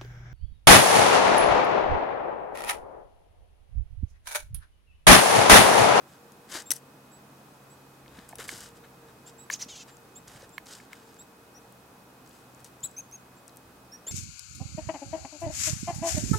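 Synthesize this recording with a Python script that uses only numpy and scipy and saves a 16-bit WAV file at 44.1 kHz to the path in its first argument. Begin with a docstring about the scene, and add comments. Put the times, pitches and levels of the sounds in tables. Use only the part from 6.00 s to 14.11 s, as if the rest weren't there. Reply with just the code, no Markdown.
"""Songbirds and a handheld camera in snowy woods

Small birds give rising chips, lower falling notes and one buzzy phrase, all two-voiced: paired oscillators with
mixed tones. Close by, cloth rustles (clumped noise), the camera body knocks and a small metal part clinks
(struck modes), dry ticks snap (noise bursts), and soft bumps and the hand's tremble push the bass about. A far
gliding drone, a wavering hum, steady whines and outdoor air with camera hiss lie underneath."""
import sys
import numpy as np
from scipy import signal
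from scipy.fft import rfft, irfft, next_fast_len
from scipy.io import wavfile
from scipy.ndimage import map_coordinates

SR = 44100
rng = np.random.default_rng(int(sys.argv[2]) if len(sys.argv) > 2 else 0)


def bounce(signal):
    """Save signal as a 16-bit WAV file at the path given by the first command-line argument."""
    frames = np.transpose(np.atleast_2d(signal))
    limited = np.clip(frames, -1, 1)
    pcm = np.round(limited * 32767).astype(np.int16)
    wavfile.write(sys.argv[1], SR, pcm)


def voltage_ratio(decibels):
    """Convert decibels (scalar or array-like) to amplitude ratios, 20 dB per decade."""
    exponent = np.asarray(decibels, float) / 20
    return 10 ** exponent


N = 357651  # samples


def unit(x):
    """Normalisation: scales a signal to rms 1."""
    return x / np.sqrt(np.mean(x ** 2) + 1e-20)


def along(points, hz):
    """Logarithmic frequency scale: interpolates (Hz, value) points on it."""
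    f, v = np.transpose(points)
    return np.interp(np.log(hz + 1), np.log(f + 1), v)


def curves(rows, t):
    """Linear interpolation: reads each column after the time column at t."""
    s, *columns = np.transpose(rows)
    return [np.interp(t, s, column) for column in columns]


def wobble(rate, size=N):
    """Band-limited random modulation: a smooth curve through rate random knots a second."""
    knots = rng.standard_normal(int(size * rate / SR) + 4)
    return map_coordinates(knots, [np.arange(size) * rate / SR])


def filtered(x, response):
    """Linear filtering: multiplies the spectrum of x by a response of frequency."""
    m = next_fast_len(x.shape[-1] + 8192)
    return irfft(rfft(x, m) * response(np.fft.rfftfreq(m, 1 / SR)), m)[..., :x.shape[-1]]


def resonances(table):
    """Damped resonance: causal response of (Hz, width Hz, dB) resonators summed with alternating sign."""
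    def response(f):
        return sum((-1) ** k * voltage_ratio(db) * 1j * f * width / (hz * hz - f * f + 1j * f * width)
                   for k, (hz, width, db) in enumerate(table))
    return response


def add(out, s, x, pan_db):
    """Stereo level difference: places x at time s, left louder than right by pan_db."""
    i = round(s * SR)
    out[:, i:i + len(x)] += (x * voltage_ratio([[pan_db / 2], [-pan_db / 2]]))[:, :N - i]


def phase(hz):
    """Phase is the integral of frequency: running phase of a pitch curve from a random start."""
    return 2 * np.pi * (np.cumsum(hz) / SR + rng.random())


LOW_VOICE_HZ = 3904
# Tones of the two voices together. Each row: multiple of the high pitch, multiple of the low pitch.
MIXES = [(1, 0), (0, 1), (1, -1), (1, 1), (2, 0), (1, 2), (2, -1), (-1, 3), (-1, 4)]


def voices(high, low, levels_db, swell):
    """Nonlinear mixing: both sides of the syrinx sound at once, with sum and difference tones and rasping air."""
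    tones = 0
    for k, ((a, b), db) in enumerate(zip(MIXES, levels_db)):
        growth = swell ** (1 + 0.08 * (k > 0))  # all but the high voice grow faster
        tones = tones + voltage_ratio(db) * growth * np.sin(a * high + b * low)
    rasp = voltage_ratio(-23) * swell ** 2 * rng.standard_normal(len(swell))
    return np.sqrt(2) * tones + rasp


CLIMB_S, STEEP_HZ = 0.011, 1390  # time constant of a climb; wider climbs go faster in proportion


def note(length, rise, fall, early, peaked):
    """Exponential glide: a swell, and the pitch shortfall in Hz of a quick climb and last-moment drop."""
    t = np.arange(round(length * SR)) / SR
    flicker = voltage_ratio(1.2 * wobble(150, size=len(t)))
    swell = np.sin(np.pi * (t / length) ** early) ** peaked * flicker
    quaver = 40 * wobble(395, size=len(t))
    climb = rise * np.exp(-t / CLIMB_S * max(rise / STEEP_HZ, 1))
    drop = fall * np.exp((t - length) / 0.00306)
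    return swell, climb + drop + quaver


# High rising chips. Each row: start in seconds, length in seconds, top pitch in Hz, rise in Hz,
# level in dB, left-right difference in dB.
CHIPS = [(0.658, 0.042, 7620, 450, -45.5, 1.0868), (1.113, 0.075, 7854, 600, -55.5, -6.7),
         (1.699, .055, 7950, 600, -58, -8.5), (3.261, 0.034, 7700, 900, -47, -.5),
         (3.38, 0.074, 7800, 610, -51, -8), (3.905, 0.056, 7486, 600, -57.5, -.8),
         (4.153, 0.045, 7700, 1110, -43.5, -1.2), (4.522, 0.052, 7520, 400, -56, -1.9),
         (5.187, 0.051, 7800, 800, -46, -1.2), (6.33, 0.056, 8000, 600, -69.5, -5),
         (6.828, 0.047, 7970, 1770, -28, 4.5), (7.364, 0.045, 7630, 700, -61.5, -4.9),
         (8.066, 0.053, 7510, 890, -31.5, 2)]
# Level in dB of each mixed tone in a chip, before the weakening in quiet chips.
CHIP_DB = [-3.5, -43, -17.5, -20.5, -36, -26, -37, -28, -32]
MIX_GROWS, LOUD_CHIP_DB = 0.16, -46  # mixed tones weaken this many dB per dB a chip lies under a loud one
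# Lower notes that fall at the end. Each row: start in seconds, top pitch in Hz, level in dB,
# left-right difference in dB.
DUETS = [(5.545, 5890, -56, 3), (6.831, 7400, -43, 3), (6.965, 6530, -39.5, 2), (7.12, 6580, -45, 1),
         (7.918, 5720, -47, -2)]
# Level in dB of each mixed tone in a lower note.
DUET_DB = [0, -36, -17.5, -20, -22.5, -26, -33]
DUET_S, DUET_RISE, FLAT_HZ = 0.046, 0.256, 3500  # length; climb as a share of the top pitch over FLAT_HZ


def calls():
    """Two-source voice: the high voice carries each note, the nearly level low one is heard through mixing."""
    out = np.zeros((2, N))
    for s, length, hz, rise, db, pan in CHIPS:
        peaked = .4 + (rise / 1200) ** 2  # a steeper climb swells more sharply
        swell, short = note(length, rise, fall=60, early=.7, peaked=peaked)
        mixed = np.arange(len(MIXES)) > 0
        levels_db = CHIP_DB + MIX_GROWS * min(db - LOUD_CHIP_DB, 0) * mixed
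        high, low = phase(hz - short), phase(LOW_VOICE_HZ - 0.087 * short)
        add(out, s, voltage_ratio(db) * voices(high, low, levels_db, swell), pan)
    for s, hz, db, pan in DUETS:
        fall = 0.92 * (hz - 5500)  # higher notes drop further
        swell, short = note(DUET_S, DUET_RISE * (hz - FLAT_HZ), fall, early=0.98, peaked=0.42)
        high, low = phase(hz - short), phase(LOW_VOICE_HZ - 0.212 * short)
        add(out, s, voltage_ratio(db) * voices(high, low, DUET_DB, swell), pan)
    return out


# Resonances of the throat. Each row: centre in Hz, width in Hz, level in dB.
THROAT = [(3530, 5900, 0.5), (7240, 2300, 4.5), (10800, 2300, -7)]
# Arched notes. Each row: time of the top in seconds, pitch factor, level in dB, time stretch factor.
ARCHES = [(3.54, 1.001, -23, 1.001), (3.628, .92, -26.5, 1.1)]
# Level in dB of each mixed tone in an arched note.
ARCH_DB = [0, -30, -17, -21, -36, -27, -40]
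# Inner arch, outer arch and hoarse lead-in. Each row: time from the top in seconds before stretching,
# pitch in Hz before the pitch factor, level in dB relative to the note.
INNER = [(-.01, 3525, -31), (-.006, 5280, -16), (-.002, 6390, -3.5), (.001, 6640, -6), (.004, 4600, -19),
         (.007, 3140, -28), (.012, 2760, -28)]
OUTER = [(-.011, 4170, -15), (-.006, 6870, -7), (-.003, 8120, -12), (.001, 6600, -24), (.005, 6700, -10),
         (.01, 5470, -19), (.015, 4800, -23)]
LEAD = [(-.034, 1910, -12), (-.022, 2190, -19), (-.012, 2300, -12), (-.006, 2500, -17)]


def arches():
    """Frequency modulation: two arched notes with nested pitch curves, a hoarse lead-in and throat air."""
    out = np.zeros((2, N))
    t = np.arange(-.04, .025, 1 / SR)

    def inside(rows, time):
        return (time > rows[0][0]) & (time < rows[-1][0])

    for s, factor, db, stretch in ARCHES:
        time = t / stretch
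        hz, level = curves(INNER, time)
        swell = inside(INNER, time) * voltage_ratio(level)
        x = voices(phase(factor * hz), phase(LOW_VOICE_HZ + 0 * t), ARCH_DB, swell)
        hz, level = curves(OUTER, time)
        x += inside(OUTER, time) * voltage_ratio(level) * np.sin(phase(factor * hz))
        x *= 1 + .25 * wobble(2500, size=len(t))  # a hoarse flutter widens the lines
        breath = filtered(rng.standard_normal(len(t)), resonances(THROAT))
        x += voltage_ratio(-19) * np.exp(-(t / 0.035) ** 2) * breath
        hz, level = curves(LEAD, time)
        base = phase(factor * hz * (1 + 0.027 * wobble(955, size=len(t))))
        stack = 0.19 * np.sin(base) + 0.36 * np.sin(2 * base) + np.sin(3 * base) + 0.15 * np.sin(4 * base)
        stack *= 1 + .3 * wobble(1200, size=len(t))
        rasp = filtered(rng.standard_normal(len(t)), resonances(THROAT))
        onset = np.clip((time - LEAD[0][0]) / .008, 0, 1)
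        x += onset * inside(LEAD, time) * voltage_ratio(level) * (stack + .9 * rasp)
        add(out, s + t[0], voltage_ratio(db) * x, -.8)
    return out


# Buzz that ends the phrase. Each row: time in seconds, carrier pitch in Hz, level in dB.
BUZZ = [(3.681, 2900, -33), (3.697, 3800, -44.5), (3.75, 3250, -50), (3.762, 3750, -43), (3.776, 3850, -45),
        (3.786, 3050, -50), (3.806, 3200, -45.5), (3.828, 2950, -49), (3.838, 2500, -58)]


def buzz():
    """Sidebands: a carrier with side tones spaced at the beat of both voices, mixed with noise in the throat."""
    out = np.zeros((2, N))
    t = np.arange(BUZZ[0][0], BUZZ[-1][0], 1 / SR)
    hz, level = curves(BUZZ, t)
    carrier = phase(hz)
    beat = phase(480 * (1 + .012 * wobble(90, size=len(t))))
    comb = 0
    for k in range(-3, 17):
        strength_db = 4 * wobble(70, size=len(t)) + 6 * (k in (-1, 0, 6))
        comb = comb + voltage_ratio(strength_db) * np.sin(carrier + k * beat + k * k)
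    throat = resonances(THROAT)
    source = unit(comb) + .8 * rng.standard_normal(len(t))
    voiced = unit(filtered(source, lambda f: throat(f) ** 2))
    onset = np.clip((t - t[0]) / 0.019, 0, 1)
    add(out, t[0], onset * voltage_ratio(level) * voiced, -.4)
    return out


def woods(x, t60):
    """Diffuse reverberation: trunks scatter sound back as decaying noise, differently to each side."""
    t = np.arange(SR // 2) / SR
    tail = rng.standard_normal((2, len(t))) * voltage_ratio(-60 * t / t60) * (t > .004)
    return signal.fftconvolve(x, tail / np.linalg.norm(tail[0]), axes=1)[:, :N]


def struck(events, modes, crack, contact, attack):
    """Modal synthesis: each blow, a sharp edge and short scrape, rings modes at new strengths over a crack."""
    out, t = np.zeros((2, N)), np.arange(SR // 16) / SR
    for s, db, pan in events:
        ring = 0
        for (hz, level, t60), more in zip(modes, 2.5 * rng.standard_normal(len(modes))):
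            ring = ring + voltage_ratio(level + more - 60 * t / t60) * np.sin(2 * np.pi * hz * t)
        scrape = voltage_ratio(-60 * t / contact) * (4 * (t == 0) + rng.standard_normal(len(t)))
        ring = signal.fftconvolve(ring * (1 - np.exp(-t / attack)), scrape)[:len(t)]
        noise = voltage_ratio(-60 * t / 0.036) * rng.standard_normal(len(t))
        blow = ring / np.abs(ring).max() + crack * noise
        add(out, s, voltage_ratio(db) * blow / np.abs(blow).max(), pan)
    return out


# Camera body knocks. Each row: start in seconds, peak in dB before the bass cut, left-right difference in dB.
KNOCKS = [(2.0602, -46, 0.0), (2.1864, -40, 2), (2.3273, -41, -3), (2.397, -39, 1.0), (2.4906, -23.5, -7),
          (2.8444, -50, -1.0), (3.5006, -18.5, 5), (4.36, -48, -1.5), (4.58, -23, -5), (4.8005, -41, -1.0),
          (4.9307, -32, 5)]
# Modes of the body. Each row: frequency in Hz, mean level in dB, 60 dB decay time in seconds.
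BODY = [(1050, -10, .012), (1760, 0, .01), (2150, -2, .009), (3000, -10, .006), (4200, -15, .007),
        (6300, -21, .005)]


def knocks():
    """Impact excitation: short contacts ring the strongly damped modes of the camera body."""
    return struck(KNOCKS, BODY, crack=0.092, contact=0.00042, attack=0.0017)


# Single metal contacts, then hard contacts that chatter three more times. Each row: start in seconds,
# peak in dB before the bass cut, left-right difference in dB.
CLINKS = [(.7355, -27, -2.5), (.759, -36.5, 7), (.763, -32.5, 9), (2.355, -32, 4)]
RATTLES = [(0.7056, -11.5, 7), (0.7149, -10, 6.5)]
CHATTER_S, CHATTER_DB = 0.0027, 4.5  # between rebounds; loss that grows with the square of the count
# Modes of the metal part. Each row: frequency in Hz, mean level in dB, 60 dB decay time in seconds.
METAL = [(2000, -18, .009), (4000, -15, .004), (5930, -3, .006), (8250, -3, .006), (9830, -4, .017),
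         (11400, -8, .009), (14000, -11, .006)]


def clinks():
    """Repeated impact: a small metal part rings, and hard contacts rebound with growing loss."""
    contacts = list(CLINKS)
    for s, db, pan in RATTLES:
        for k in range(4):
            contacts.append((s + k * CHATTER_S, db - CHATTER_DB * k ** 2, pan))
    return struck(contacts, METAL, crack=0.16, contact=0.013, attack=.00005)


# Dry ticks of cloth and plastic, and at 0.621 s a tick of the metal part. Each row: start in seconds, # peak in
# dB before the bass cut, centre in Hz, left-right difference in dB.
TICKS = [(0.3203, -42.5, 6700, 5), (.621, -35, 6500, 2), (2.08, -40.5, 3720, 5), (2.1904, -38, 4130, 3),
         (2.29, -35, 10360, -1), (2.385, -33, 7900, 11), (2.4254, -46, 2950, 2), (2.441, -36.5, 8000, 7),
         (2.538, -34, 4915, 5), (2.606, -29, 8100, -0.5), (3.969, -41.5, 6660, 0), (4.2805, -35, 5430, 0),
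         (4.4214, -42, 4440, 0.5), (4.4927, -43, 7020, 0.5), (4.6584, -41, 6430, -0.5),
         (4.6684, -37, 4500, -0.5), (4.7354, -34, 4320, -0.5), (4.9307, -37, 6000, 3),
         (5.1437, -45, 7500, 6), (5.7239, -45, 9850, 5), (6.262, -48, 6020, 2), (6.2751, -45, 7220, 4),
         (6.311, -49, 3800, 2), (6.331, -49, 6500, 2), (6.2931, -45, 7910, 3.5), (6.5475, -43.5, 7200, 7),
         (6.604, -44, 7950, 5), (6.645, -35, 7380, 8), (6.6504, -38.5, 6240, -1), (6.8059, -45, 7250, 3.5),
         (6.913, -42, 7584, -1), (7.113, -40, 9000, 3), (7.4794, -37, 7240, 5), (7.4944, -46, 4860, 1),
         (7.5614, -45, 10030, 1.5), (7.5707, -34, 9840, 3), (7.5764, -47.5, 6100, 1.5)]


def ticks():
    """Band-limited transient: a few milliseconds of noise around each tick's own centre."""
    out, t = np.zeros((2, N)), np.arange(SR // 30) / SR
    for s, db, hz, pan in TICKS:
        band = resonances([(hz, .8 * hz, 0)])
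        burst = voltage_ratio(-60 * t / 0.009) * rng.standard_normal(len(t))
        snap = filtered(burst, lambda f: band(f) ** 2)
        add(out, s, voltage_ratio(db) * snap / np.abs(snap).max(), pan)
    return out


# Soft bumps on the camera. Each row: start in seconds, level in dB before attack and decay,
# reference pitch in Hz, which sets glide and decay.
BUMPS = [(0.073, -32, 945), (0.552, -27.5, 312), (0.704, -30.5, 288), (2.079, -41, 293), (2.112, -53, 131),
         (2.186, -33, 203), (2.312, -34, 584), (2.326, -58, 136), (2.332, -22.5, 664), (2.391, -27.5, 398),
         (2.527, -30, 307), (2.54, -42, 123), (2.728, -40.5, 134), (3.661, -33.5, 205), (4.353, -39.5, 138),
         (4.429, -30.5, 450), (6.835, -43.5, 115), (8.069, -34.5, 405)]


def bumps():
    """Damped oscillation: a soft push on the camera gives a few low cycles of sinking pitch."""
    out, t = np.zeros((2, N)), np.arange(SR // 6) / SR
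    for s, db, hz in BUMPS:
        envelope = voltage_ratio(db - 60 * t * hz / 7) * (1 - np.exp(-t / 0.0016))
        glide = hz * (0.76 + .5 * np.exp(-t / 0.0088))
        add(out, s, envelope * np.sin(phase(glide)), -.5)
    return out


# Cloth spectra: fine fibres, dull folds, middle weave. Each row: frequency in Hz, relative density in dB per Hz.
CLOTH = [(4000, -17), (6800, -4.5), (8330, -6.5), (9300, -5), (11200, -8.5), (15900, -18)]
CLOTH_DULL = [(150, -16), (250, -4.5), (1510, -2), (2220, -5), (3000, -15), (3900, -2), (6600, -120)]
CLOTH_MID = [(1760, -45), (3000, -11.5), (4070, -12.5), (6800, -7), (8840, -13), (15000, -120)]
# The camera shell lifts rubbing noise in bands. Each row: centre in Hz, half width in Hz, lift in dB.
CAVITY = [(1700, 400, 5), (2950, 350, 7), (4800, 700, 6), (8200, 900, 3), (11500, 900, 3)]
# Cloth drawn along, swelling and fading, then cloth that lets go at once and drags after.
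# Each row: start in seconds, length in seconds, fine layer's top level in dB, dull layer over it in dB,
# middle layer over it in dB.
SWIPES = [(0.03, 0.19, -67.5, 0, 2.5), (0.455, .21, -44, 3, 3.5), (2.03, 0.32, -68.5, 10.5, 4.5),
          (2.51, 0.25, -53.5, -1, 1.7), (2.73, 0.077, -63, 0, -1.5), (2.82, 0.061, -76.5, 22.5, 9),
          (3.05, 0.086, -73, 13, 7), (3.24, 0.095, -61.5, -1, 4), (3.85, 0.085, -65.5, 8, 5),
          (4.67, 0.12, -60, -0.5, 8.5), (4.88, 0.1, -64, 10, -2), (6.23, 0.26, -67.5, -8, -1),
          (6.57, 0.067, -68, 2.2, 3)]
SLIPS = [(0.722, 0.065, -47.5, -19, -8), (2.285, 0.037, -51, -9, -10), (2.382, 0.088, -46, 2, -4),
         (2.476, 0.11, -46.5, -1, 0), (4.27, 0.19, -59, 4.5, 1.5), (4.658, 0.14, -56.5, 2, 2.5),
         (4.795, .08, -70.5, 8, 8), (4.95, 0.29, -72, 8, 8), (6.64, 0.046, -56.5, -4, -2),
         (8.066, 0.038, -60.5, 9, 3)]
# Side of the rubbing. 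Each row: time in seconds, left-right difference in dB.
HAND = [(0, 1), (.75, 5), (2.3, 3), (2.6, 1.1), (3.3, 3), (4.3, -1), (5.1, 1), (6.3, 7), (6.7, 4),
        (8.1, -2)]
CRACKLE_PER_S, CRACKLE_DB = 400, -10  # single fibres snapping; level relative to the rub, before colouring
SWIPE_PEAKED, SLIP_ATTACK_S, SLIP_FALL_DB = 3.24, .007, 6.5  # sine power; onset; fall over a slip's length


def rustle():
    """Stick-slip friction: cloth slips in clumps, as noise of grainy level in three scales, with snaps."""
    t, out = np.arange(N) / SR, np.zeros((2, N))
    clumps = voltage_ratio(1.5 * wobble(90) + 1.9 * wobble(500))

    def shell_db(f):
        return sum(db * np.exp(-((f - hz) / width) ** 2) for hz, width, db in CAVITY)

    layers = []
    for colour in (CLOTH, CLOTH_DULL, CLOTH_MID):
        mid, side = unit(clumps * voltage_ratio(1.7 * wobble(150)) * rng.standard_normal((2, N)))
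        snaps = (rng.random(N) < CRACKLE_PER_S / SR) * rng.standard_normal(N)
        mid = mid + voltage_ratio(CRACKLE_DB) * unit(snaps)
        stereo = mid + 0.27 * side * [[1], [-1]]
        layers.append(unit(filtered(stereo, lambda f: voltage_ratio(along(colour, f) + shell_db(f)))))
    fine, dull, weave = layers

    def swipe(since, length):
        return np.sin(np.pi * np.clip(since / length, 0, 1)) ** SWIPE_PEAKED

    def slip(since, length):
        gate = np.clip(np.minimum(since / SLIP_ATTACK_S, (length - since) / 0.023 + .5), 0, 1)
        return gate * voltage_ratio(-SLIP_FALL_DB * np.clip(since / length, 0, 2))

    for rows, shape in ((SWIPES, swipe), (SLIPS, slip)):
        for s, length, db, dull_db, weave_db in rows:
            mix = fine + voltage_ratio(dull_db) * dull + voltage_ratio(weave_db) * weave
            out += np.abs(shape(t - s, length)) * voltage_ratio(db) * mix
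    return out * voltage_ratio(curves(HAND, t)[0] * [[.5], [-.5]])


# Jerks of the hand. Each row: time of the top in seconds, level in dB.
JERKS = [(2.1, -67), (2.44, -59), (3.68, -72), (4.29, -63.5), (7.68, -68)]
TREMBLE_DB, STILL_DB, SETTLE_S = -72.5, -6, 1.9  # restless floor; its change early on, gone by SETTLE_S
JERK_RISE_S, JERK_T60 = 0.065, 1.04  # seconds


def tremble():
    """Low-frequency random vibration: slow shaking of the hand, a restless floor with jerks that die away."""
    t = np.arange(N) / SR
    level = voltage_ratio(TREMBLE_DB + STILL_DB * np.clip((SETTLE_S - t) / .3, 0, 1) + 0.89 * wobble(6.8))
    for s, db in JERKS:
        rise = np.exp(-(np.minimum(t - s, 0) / JERK_RISE_S) ** 2)
        level += voltage_ratio(db - 60 * np.maximum(t - s, 0) / JERK_T60) * rise
    noise = rng.standard_normal(N) + 0.17 * rng.standard_normal((2, N))  # mostly alike on both sides
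    return level * unit(filtered(noise, lambda f: np.abs(resonances([(70, 60, 0)])(f)) ** 2))


# Mean level of the drone's main tone. Each row: time in seconds, level in dB.
DRONE = [(0, -68), (.55, -71.5), (.9, -62), (2.8, -63), (4.2, -66.5), (5.5, -72.5), (5.95, -64.5),
         (8.11, -65)]
DRONE_HZ, DRONE_SINKS_HZ, DRONE_TURN_S, DRONE_GLIDE_S = 132.2, 7.5, 3, 2.2  # mid pitch, half the glide, timing


def drone():
    """Doppler shift: a far engine passes and its order glides down, with tones at 3/2 and double its pitch."""
    t = np.arange(N) / SR
    hz = DRONE_HZ - DRONE_SINKS_HZ * np.tanh((t - DRONE_TURN_S) / DRONE_GLIDE_S) + 0.87 * wobble(3)
    turn = phase(hz / 2)
    engine = np.sin(2 * turn) + 0.44 * np.sin(3 * turn) + 0.28 * np.sin(4 * turn)
    return np.sqrt(2) * voltage_ratio(curves(DRONE, t)[0] + 1.8 * wobble(7.3)) * engine


# Mean level of the hum. Each row: time in seconds, level in dB.
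HUM = [(0, -84), (.2, -60), (1.4, -75.5), (2.6, -64), (3.1, -63.5), (3.6, -66.5), (5.9, -66), (6.1, -75),
       (8.11, -86)]
HUM_HZ, HUM_SAG_HZ_PER_S = 472.8, 1.6


def hum():
    """Random frequency and amplitude modulation: one unsteady tone that slowly sags."""
    t = np.arange(N) / SR
    hz = HUM_HZ - HUM_SAG_HZ_PER_S * t + 3 * wobble(2.5) + 4 * wobble(15)
    return np.sqrt(2) * voltage_ratio(curves(HUM, t)[0] + 2.5 * wobble(14)) * np.sin(phase(hz))


# Steady camera tones. Each row: frequency in Hz, level in dB.
WHINE = [(2525, -73.5), (11600, -107)]


def whine():
    """Pure tones: steady sinusoids from the camera."""
    return np.sqrt(2) * sum(voltage_ratio(db) * np.sin(phase(np.full(N, hz))) for hz, db in WHINE)


# Spectrum of the floor. Each row: frequency in Hz, relative density in dB per Hz.
AIR = [(12, -51.5), (20, -29), (93, -13), (126, -8.5), (154, -7.5), (277, -5), (336, -8.5), (470, -9),
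       (556, -10.5), (846, -9.5), (1440, -13.5), (1960, -20), (2450, -22.5), (2660, -23), (15900, -30.5)]
AIR_DB = -55  # mean level of the shared part
# Likeness of left and right. Each row: frequency in Hz, correlation from 0 to 1.
ALIKE = [(60, 0.88), (180, 0.96), (550, 0.74), (1650, 0.1), (4970, 0.045), (15000, 0.88)]


def air():
    """Partial coherence: far outdoor noise, nearly alike on both sides in the bass, and the camera's own hiss."""
    def turn(f):
        return np.arccos(np.clip(along(ALIKE, f), 0, 1)) / 2

    def split(f):
        return voltage_ratio(along(AIR, f)) * [np.cos(turn(f)), np.sin(turn(f))]

    mid, side = filtered(rng.standard_normal((2, N)), split)
    stereo = np.array([mid + side, mid - side]) / np.std(mid)
    return voltage_ratio(AIR_DB + 0.16 * wobble(2.44)) * stereo * voltage_ratio([[-.2], [.2]])


def scene():
    """Superposition: birds in the woods, handling close to the microphone, and the floor add linearly."""
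    birds = calls() + arches() + buzz()
    near = knocks() + clinks() + ticks()
    near = filtered(near, lambda f: f ** 2 / (f ** 2 + 600 ** 2))  # small parts radiate no bass
    far = voltage_ratio(-17) * woods(birds, t60=.3)
    nearby = voltage_ratio(-24) * woods(near, t60=.12)
    handling = near + nearby + bumps() + rustle() + tremble()
    return birds + far + handling + drone() + hum() + whine() + air()


def band_limit(x):
    """A steep low-pass at the top of the band."""
    return signal.sosfilt(signal.butter(12, 17000, fs=SR, output="sos"), x)


TOP_HZ = 15900


def record(dry):
    """Band limiting: the camera keeps nothing above its band limit."""
    mix = filtered(dry, lambda f: f < TOP_HZ)
    return band_limit(mix)


dry = scene()
out = record(dry)
bounce(out)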